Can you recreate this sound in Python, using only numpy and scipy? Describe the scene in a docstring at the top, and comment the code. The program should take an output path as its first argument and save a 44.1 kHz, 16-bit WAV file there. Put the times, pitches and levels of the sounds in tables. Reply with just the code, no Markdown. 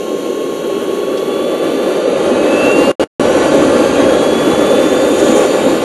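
"""A soft roar, rush and hiss with a whine, rising slowly from the start: a small model jet turbine on a plank
spools up outdoors. Shaped noise makes the burner's roar in the tail pipe and the jet's rush and hiss, sines
locked to the shaft make the whine, and a short puff of air is added. Echoes off plank and ground cut notches
in the noise. In the sound as it is heard, a band near 5 kHz is weakened for a while, the treble limit wanders,
peaks beyond full scale clip and the sound drops out twice."""
import sys
import numpy as np
from scipy import signal
from scipy.fft import rfft, irfft, next_fast_len
from scipy.io import wavfile
from scipy.ndimage import uniform_filter1d, map_coordinates

SR = 44100
rng = np.random.default_rng(int(sys.argv[2]) if len(sys.argv) > 2 else 0)


def voltage_ratio(decibels):
    """Convert decibels (scalar or array-like) to amplitude ratios, 20 dB per decade."""
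    exponent = np.asarray(decibels, float) / 20
    return 10 ** exponent


def waveform_to_disk(signal):
    """Save audio, clipped to [-1, 1], as 16-bit WAV at the path in sys.argv[1]."""
    frames = np.transpose(np.atleast_2d(signal))
    scaled = np.clip(frames, -1, 1) * 32767
    samples = np.round(scaled).astype(np.int16)
    wavfile.write(sys.argv[1], SR, samples)


N = 257544


def unit(x):
    """Scales a signal to rms 1."""
    return x / np.sqrt(np.mean(x ** 2) + 1e-20)


def along(points, hz):
    """Reads a (frequency, value) table on a log frequency axis."""
    f, v = np.transpose(points)
    return np.interp(np.log(hz + 1), np.log(f + 1), v)


def curves(rows):
    """Gives one value per sample for each column after the time."""
    s, *cols = np.transpose(rows)
    return [np.interp(np.arange(N) / SR, s, c) for c in cols]


def wobble(rate):
    """Draws a smooth random curve through `rate` random points a second."""
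    points = rng.standard_normal(int(N * rate / SR) + 4)
    return map_coordinates(points, [np.arange(N) * rate / SR])


def filtered(x, response):
    """Multiplies the spectrum of x by a response, which may be complex."""
    m = next_fast_len(N + SR // 2)
    spectrum = rfft(x, m) * response(np.fft.rfftfreq(m, 1 / SR))
    return irfft(spectrum, m)[..., :N]


# Where echoes off plank and ground cancel the direct sound:
# (frequency [Hz], width [Hz], depth [0-1])
NOTCHES = [(438, 30.4, 0.55), (751, 105, 0.56), (969, 137, 0.77), (1269, 94, 0.75), (1574, 79, 0.63),
           (1868, 87, 0.51), (2118, 58, 0.85), (2910, 144, 0.38), (5010, 320, 0.72), (7910, 240, 0.72),
           (10530, 380, 0.4)]


def echoes(hz):
    """Each cancelling echo digs one dip into the spectrum."""
    dips = [1 - np.clip(depth, 0, .95) / (1 + (2 * (hz - centre) / width) ** 2)
            for centre, width, depth in NOTCHES]
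    return np.prod(dips, axis=0)


def turbulence(spectrum, patchy_db):
    """Turbulent air is noise with louder and softer patches; coloured, cut by the echoes and set to rms 1."""
    z = signal.stft(rng.standard_normal(N), nperseg=512)[2]
    field = uniform_filter1d(rng.standard_normal(z.shape), size=6, axis=0)
    field = uniform_filter1d(field, size=10, axis=1)
    noise = signal.istft(z * voltage_ratio(patchy_db * unit(field)), nperseg=512)[1][:N]
    return unit(filtered(noise, lambda hz: voltage_ratio(along(spectrum, hz)) * echoes(hz)))


def thrust_level(thrust, idle_db, full_db, power=1):
    """A layer's level in dB moves from idle to full with thrust; a higher power makes it come later."""
    return idle_db + (full_db - idle_db) * np.abs(thrust) ** power


def jet_blend(thrust, idle, full):
    """The full-thrust colour takes over from the idle colour as thrust builds."""
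    jet = np.clip(thrust, 0, 1) ** 1.76
    idle_air = np.sqrt(1 - jet) * turbulence(idle, patchy_db=-0.5)
    return idle_air + np.sqrt(jet) * turbulence(full, patchy_db=1.7)


# Colours of the roar, as shapes only: (frequency [Hz], relative level [dB per Hz])
# Low roar at idle
IDLE_ROAR = [(60, -54), (130, -27.5), (200, -15), (290, -6.5), (385, -1), (450, -0.5), (600, -23.5),
             (900, -44.5)]
# Low roar at full thrust
LOW_ROAR = [(60, -63), (130, -38.5), (200, -10), (290, 1), (390, -2.5), (450, -3.5), (600, -12.5),
            (900, -39)]
# High roar at any thrust
HIGH_ROAR = [(250, -79), (400, -3), (460, -5.5), (525, 1), (600, -5), (690, -18), (800, -10.5), (1200, -86)]
# Deep rumble at any thrust
RUMBLE = [(20, -42), (45, -13.5), (80, -2.5), (115, -3), (180, 4.5), (260, -6.5), (400, -48)]


def roar(thrust, flutter):
    """The burner roars in two bands that trade strength at random, over a rumble that builds late."""
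    surge_db = 1.18 * wobble(9)
    low_db = thrust_level(thrust, -19, -13) + 0.55 * flutter - 0.31 * surge_db
    high_db = thrust_level(thrust, -24, -12.5) + 0.76 * flutter + surge_db
    rumble_db = thrust_level(thrust, -49, -28, power=1.3) + 0.93 * wobble(5.9)
    low = voltage_ratio(low_db) * jet_blend(thrust, IDLE_ROAR, LOW_ROAR)
    high = voltage_ratio(high_db) * turbulence(HIGH_ROAR, patchy_db=-0.12)
    return low + high + voltage_ratio(rumble_db) * turbulence(RUMBLE, patchy_db=0.9)


# Colours of the rush, as shapes only: (frequency [Hz], relative level [dB per Hz])
# Middle band at any thrust
RUSH = [(400, -23.5), (700, 2), (830, 2.5), (1100, 0.5), (1400, -4), (2000, -11.5), (2500, -17),
        (3200, -19), (5000, -58)]
# Upper band, a whoosh, at idle
IDLE_WHOOSH = [(1500, -44), (2200, -3), (2450, -12.5), (2650, -0.5), (3000, 2), (3500, -8), (4300, -6.5),
               (4500, -11.5), (4900, -24.5), (5400, -34)]
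# The whoosh at full thrust
WHOOSH = [(1500, -35), (2200, -5), (2700, 0.5), (3500, -3), (4600, -6), (4900, -2.5), (5400, -45)]


def rush(thrust, flutter):
    """The jet rushes in a middle band and whooshes in a higher one, both stronger with thrust."""
    rush_db = thrust_level(thrust, -34.5, -20) + 0.8 * flutter + 0.4 * wobble(8)
    whoosh_db = thrust_level(thrust, -38, -29) + .55 * flutter
    middle = voltage_ratio(rush_db) * turbulence(RUSH, patchy_db=-0.6)
    return middle + voltage_ratio(whoosh_db) * jet_blend(thrust, IDLE_WHOOSH, WHOOSH)


# Colours of the hiss, as shapes only: (frequency [Hz], relative level [dB per Hz])
# At idle
IDLE_HISS = [(3500, -41), (5000, -11), (5400, -7.5), (5750, -4), (6300, 4), (7200, 0.5), (8600, -7),
             (10000, 1), (12500, 0.5), (16000, -21.5)]
# At full thrust
HISS = [(3500, -42), (4900, -14.5), (5500, -2.5), (6900, 4), (8600, -3), (10000, -1.5), (12500, -37.5),
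        (16000, -32)]
# Hiss level before its flutter: (time [s], level [dB])
HISS_LEVEL = [(0, -44.5), (1.4, -42), (2.1, -42.5), (2.6, -37.5), (3.3, -35), (4.6, -36.5), (5.35, -29.5),
              (5.84, -39)]


def hiss(thrust, flutter):
    """The jet's treble noise follows its own level curve and flickers quickly."""
    level_db, = curves(HISS_LEVEL)
    level_db = level_db + 0.53 * flutter + 1.3 * wobble(60) + 0.4 * wobble(6.6)
    return voltage_ratio(level_db) * jet_blend(thrust, IDLE_HISS, HISS)


# How hard the engine pushes: (time [s], thrust [0 idle - 1 full])
THRUST = [(0, 0), (.5, 0.13), (1, 0.21), (1.5, 0.4), (2, 0.53), (2.4, 0.82), (2.8, 1.025), (3.3, 1.006),
          (3.9, 1.03), (4.6, 0.9), (5.3, 0.95), (5.84, 0.91)]


def exhaust():
    """The flame burns unevenly, so all layers but the rumble share one flutter."""
    thrust, = curves(THRUST)
    flutter = wobble(25.155)
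    return roar(thrust, flutter) + rush(thrust, flutter) + hiss(thrust, flutter)


def shaft_tone(k, turn):
    """A slightly unsteady sine that turns k times per shaft turn."""
    phase = k * turn + (0.09 + 0.024 * k) * wobble(40)
    return np.sqrt(2) * voltage_ratio(0.78 * wobble(20)) * np.sin(phase)


BEARING = 7.665  # ball passes per shaft turn
# Strong tones before the mount's ringing; all but the bearing's are rounded to whole multiples:
# (multiple of shaft speed [turns], level at lowest speed [dB], slope [dB per doubling of speed])
TONES = [(1.95, -35.5, 0), (4.034, -29.5, 0), (5.964, -35.5, -11), (BEARING, -37.5, 0)]
# Ringing of the engine on its plank: (frequency [Hz], gain [dB])
MOUNT = [(1070, 1), (1110, 3), (1190, 0), (1260, -19), (1450, 0.5), (1600, 0.5), (1720, -22), (2100, -36),
         (2350, -17), (2560, -9), (2720, 9), (2800, 3.5), (2960, -5), (3120, -15), (3250, -8.5),
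         (3400, -0.5), (3580, -3), (3750, -9), (4100, -17.5), (4600, -6), (4900, -17), (5200, -26.5),
         (5400, -15), (5700, -3.5), (6100, -6.5), (6550, -10), (6960, 4.5), (7200, -5)]


def strong_tones(hz, turn):
    """Shaft and bearing tones swell where they cross a resonance of the engine on its plank."""
    total = np.zeros(N)
    for k, db, slope_db in TONES:
        level_db = db + slope_db * np.log2(hz / hz[0]) + along(MOUNT, k * hz)
        total += voltage_ratio(level_db) * shaft_tone(k if k == BEARING else round(k), turn)
    return total


# Balance of the blade orders: (multiple of shaft speed [turns], relative level [dB])
BLADES = [(7, -2), (8, -3.5), (9, -6.5), (10, -2.5), (11, -10), (12, -13), (13, -10.5), (14, -11), (15, -9),
          (17, -9.5), (19, -13)]
# Overall blade level before the casing: (time [s], level [dB])
BLADE_LEVEL = [(0, -38.5), (.6, -40), (1.5, -51), (2.0, -47), (2.6, -43), (3.3, -45), (4.3, -43), (5, -61),
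               (5.84, -53)]
# How the casing responds to the blades: (frequency [Hz], gain [dB])
CASING = [(3500, -7), (5450, -16), (5900, 0.5), (6600, 5), (7500, -4), (9000, -11), (12000, -30)]


def blade_tones(turn):
    """The blades sound at whole multiples of the shaft speed, coloured by the casing."""
    level_db, = curves(BLADE_LEVEL)
    blades = voltage_ratio(level_db) * sum(voltage_ratio(db) * shaft_tone(round(k), turn) for k, db in BLADES)
    return filtered(blades, lambda hz: voltage_ratio(along(CASING, hz)))


# How fast the shaft spins: (time [s], speed [turns per s])
SPEED = [(0, 538.7), (.6, 545.6), (.9, 551.3), (1.2, 562.5), (1.8, 587.4), (2, 595.9), (2.2, 613.5),
         (2.35, 635.4), (2.85, 695.9), (3.25, 741.8), (3.8, 795.1), (4.4, 847.5), (5, 890.1), (5.3, 907.8),
         (5.84, 939.6)]


def rotor():
    """Adding up the shaft speed gives its angle, which drives all the tones."""
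    hz, = curves(SPEED)
    turn = 2 * np.pi * np.cumsum(hz) / SR
    return strong_tones(hz, turn) + blade_tones(turn)


# A short puff of air: (time [s], peak level [dB], decay length [s])
PUFFS = [(1.174, -28.5, .015)]


def puffs():
    """A bright burst of noise rises eight times as fast as it dies away."""
    t = np.arange(N) / SR
    shape = np.zeros(N)
    for start, db, length in PUFFS:
        shape += voltage_ratio(db) * np.exp(-np.abs(t - start) / length * np.where(t < start, 8, 1))
    colour = [(1500, -27), (3000, 0), (5500, -8), (9000, -14), (13000, -28)]  # (Hz, dB)
    air = filtered(rng.standard_normal(N), lambda hz: voltage_ratio(along(colour, hz)))
    return shape * unit(air)


# Difference between the microphone ports, before the trims below:
# (frequency [Hz], side relative to middle [dB])
PORTS = [(60, -52.5), (200, -43.5), (290, -24.5), (400, -47), (750, -52), (950, -25), (1200, -11.5),
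         (1550, -7), (2000, -6), (2250, -22.5), (3000, -34.5), (4000, -41), (11800, -60)]


def scene():
    """Two ports differ mostly near 1.5 kHz, by a phase shift and turbulence of their own.

    The whine is also fed faintly into the side, below 4.2 kHz."""
    air, whine = exhaust() + puffs(), rotor()
    lag_s, centre_hz = 0.00035, 1460
    # a quarter turn at the centre, with a delay around it
    shift = lambda hz: -1j * np.exp(-2j * np.pi * (hz - centre_hz) * lag_s)
    side = filtered(air, lambda hz: voltage_ratio(along(PORTS, hz) - 3) * shift(hz))
    side += filtered(exhaust(), lambda hz: voltage_ratio(along(PORTS, hz) - 2.5))
    side += filtered(whine, lambda hz: voltage_ratio(-18) * shift(hz) * (hz < 4200))
    return np.array([air + whine + side, air + whine - side])


# The treble limit wanders: (time [s], limit [Hz])
TOP = [(0, 12500), (1.2, 12550), (1.8, 12300), (1.98, 12000), (2.02, 11580), (2.4, 11580), (2.9, 12050),
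       (3.2, 11580), (3.6, 11620), (4.4, 12030), (5.2, 12230), (5.84, 12280)]


def treble_limit(hz, t):
    """Gain that falls to nothing over the last 60 Hz below a moving limit."""
    top = np.interp(t, *np.transpose(TOP))
    return np.clip((top - hz[:, None]) / 60, 0, 1)


def weakened_band(hz, t):
    """Gain of the finished sound that drops in a band near 5 kHz for a while, fading out and back in."""
    start_s, end_s, fade_s = 1.3, 2.52, .1
    centre_hz, width_hz, depth_db = 5080, 340, -17
    on = np.clip(np.minimum(t - start_s, end_s - t) / fade_s, 0, 1)
    return voltage_ratio(depth_db * on * np.exp(-(2 * (hz[:, None] - centre_hz) / width_hz) ** 4))


# Drop-outs, before slight smoothing:
# (cut [s], return [s], first step [dB], fade [dB per s], fade length [s])
GAPS = [(2.917, 2.9965, -16.5, -750, 0.037), (3.04, 3.196, -15, -650, 0.035)]


def dropouts():
    """Gain that steps down, fades fast, stays silent, then suddenly returns."""
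    t, gain = np.arange(N) / SR, np.ones(N)
    for cut, back, step_db, fade_db, length in GAPS:
        fade = voltage_ratio(step_db + fade_db * np.clip(t - cut, 0, length))
        tail = fade * (t < cut + length)
        gain = np.where((t > cut) & (t < back), tail, gain)
    return uniform_filter1d(gain, size=40)  # about 1 ms, softens the edges


def low_pass(x):
    """Removes everything above the highest recorded frequency."""
    return signal.sosfilt(signal.butter(12, 12410, fs=SR, output="sos"), x)


def record(dry):
    """Shapes the treble, clips the peaks and cuts the drop-outs."""
    hz, t, z = signal.stft(dry, SR, nperseg=1024)
    shaped = z * weakened_band(hz, t) * treble_limit(hz, t)
    dull = signal.istft(shaped, SR, nperseg=1024)[1][:, :N]
    mix = np.clip(dull, -1, 1) * dropouts()
    return low_pass(mix)


dry = scene()
out = record(dry)
waveform_to_disk(out)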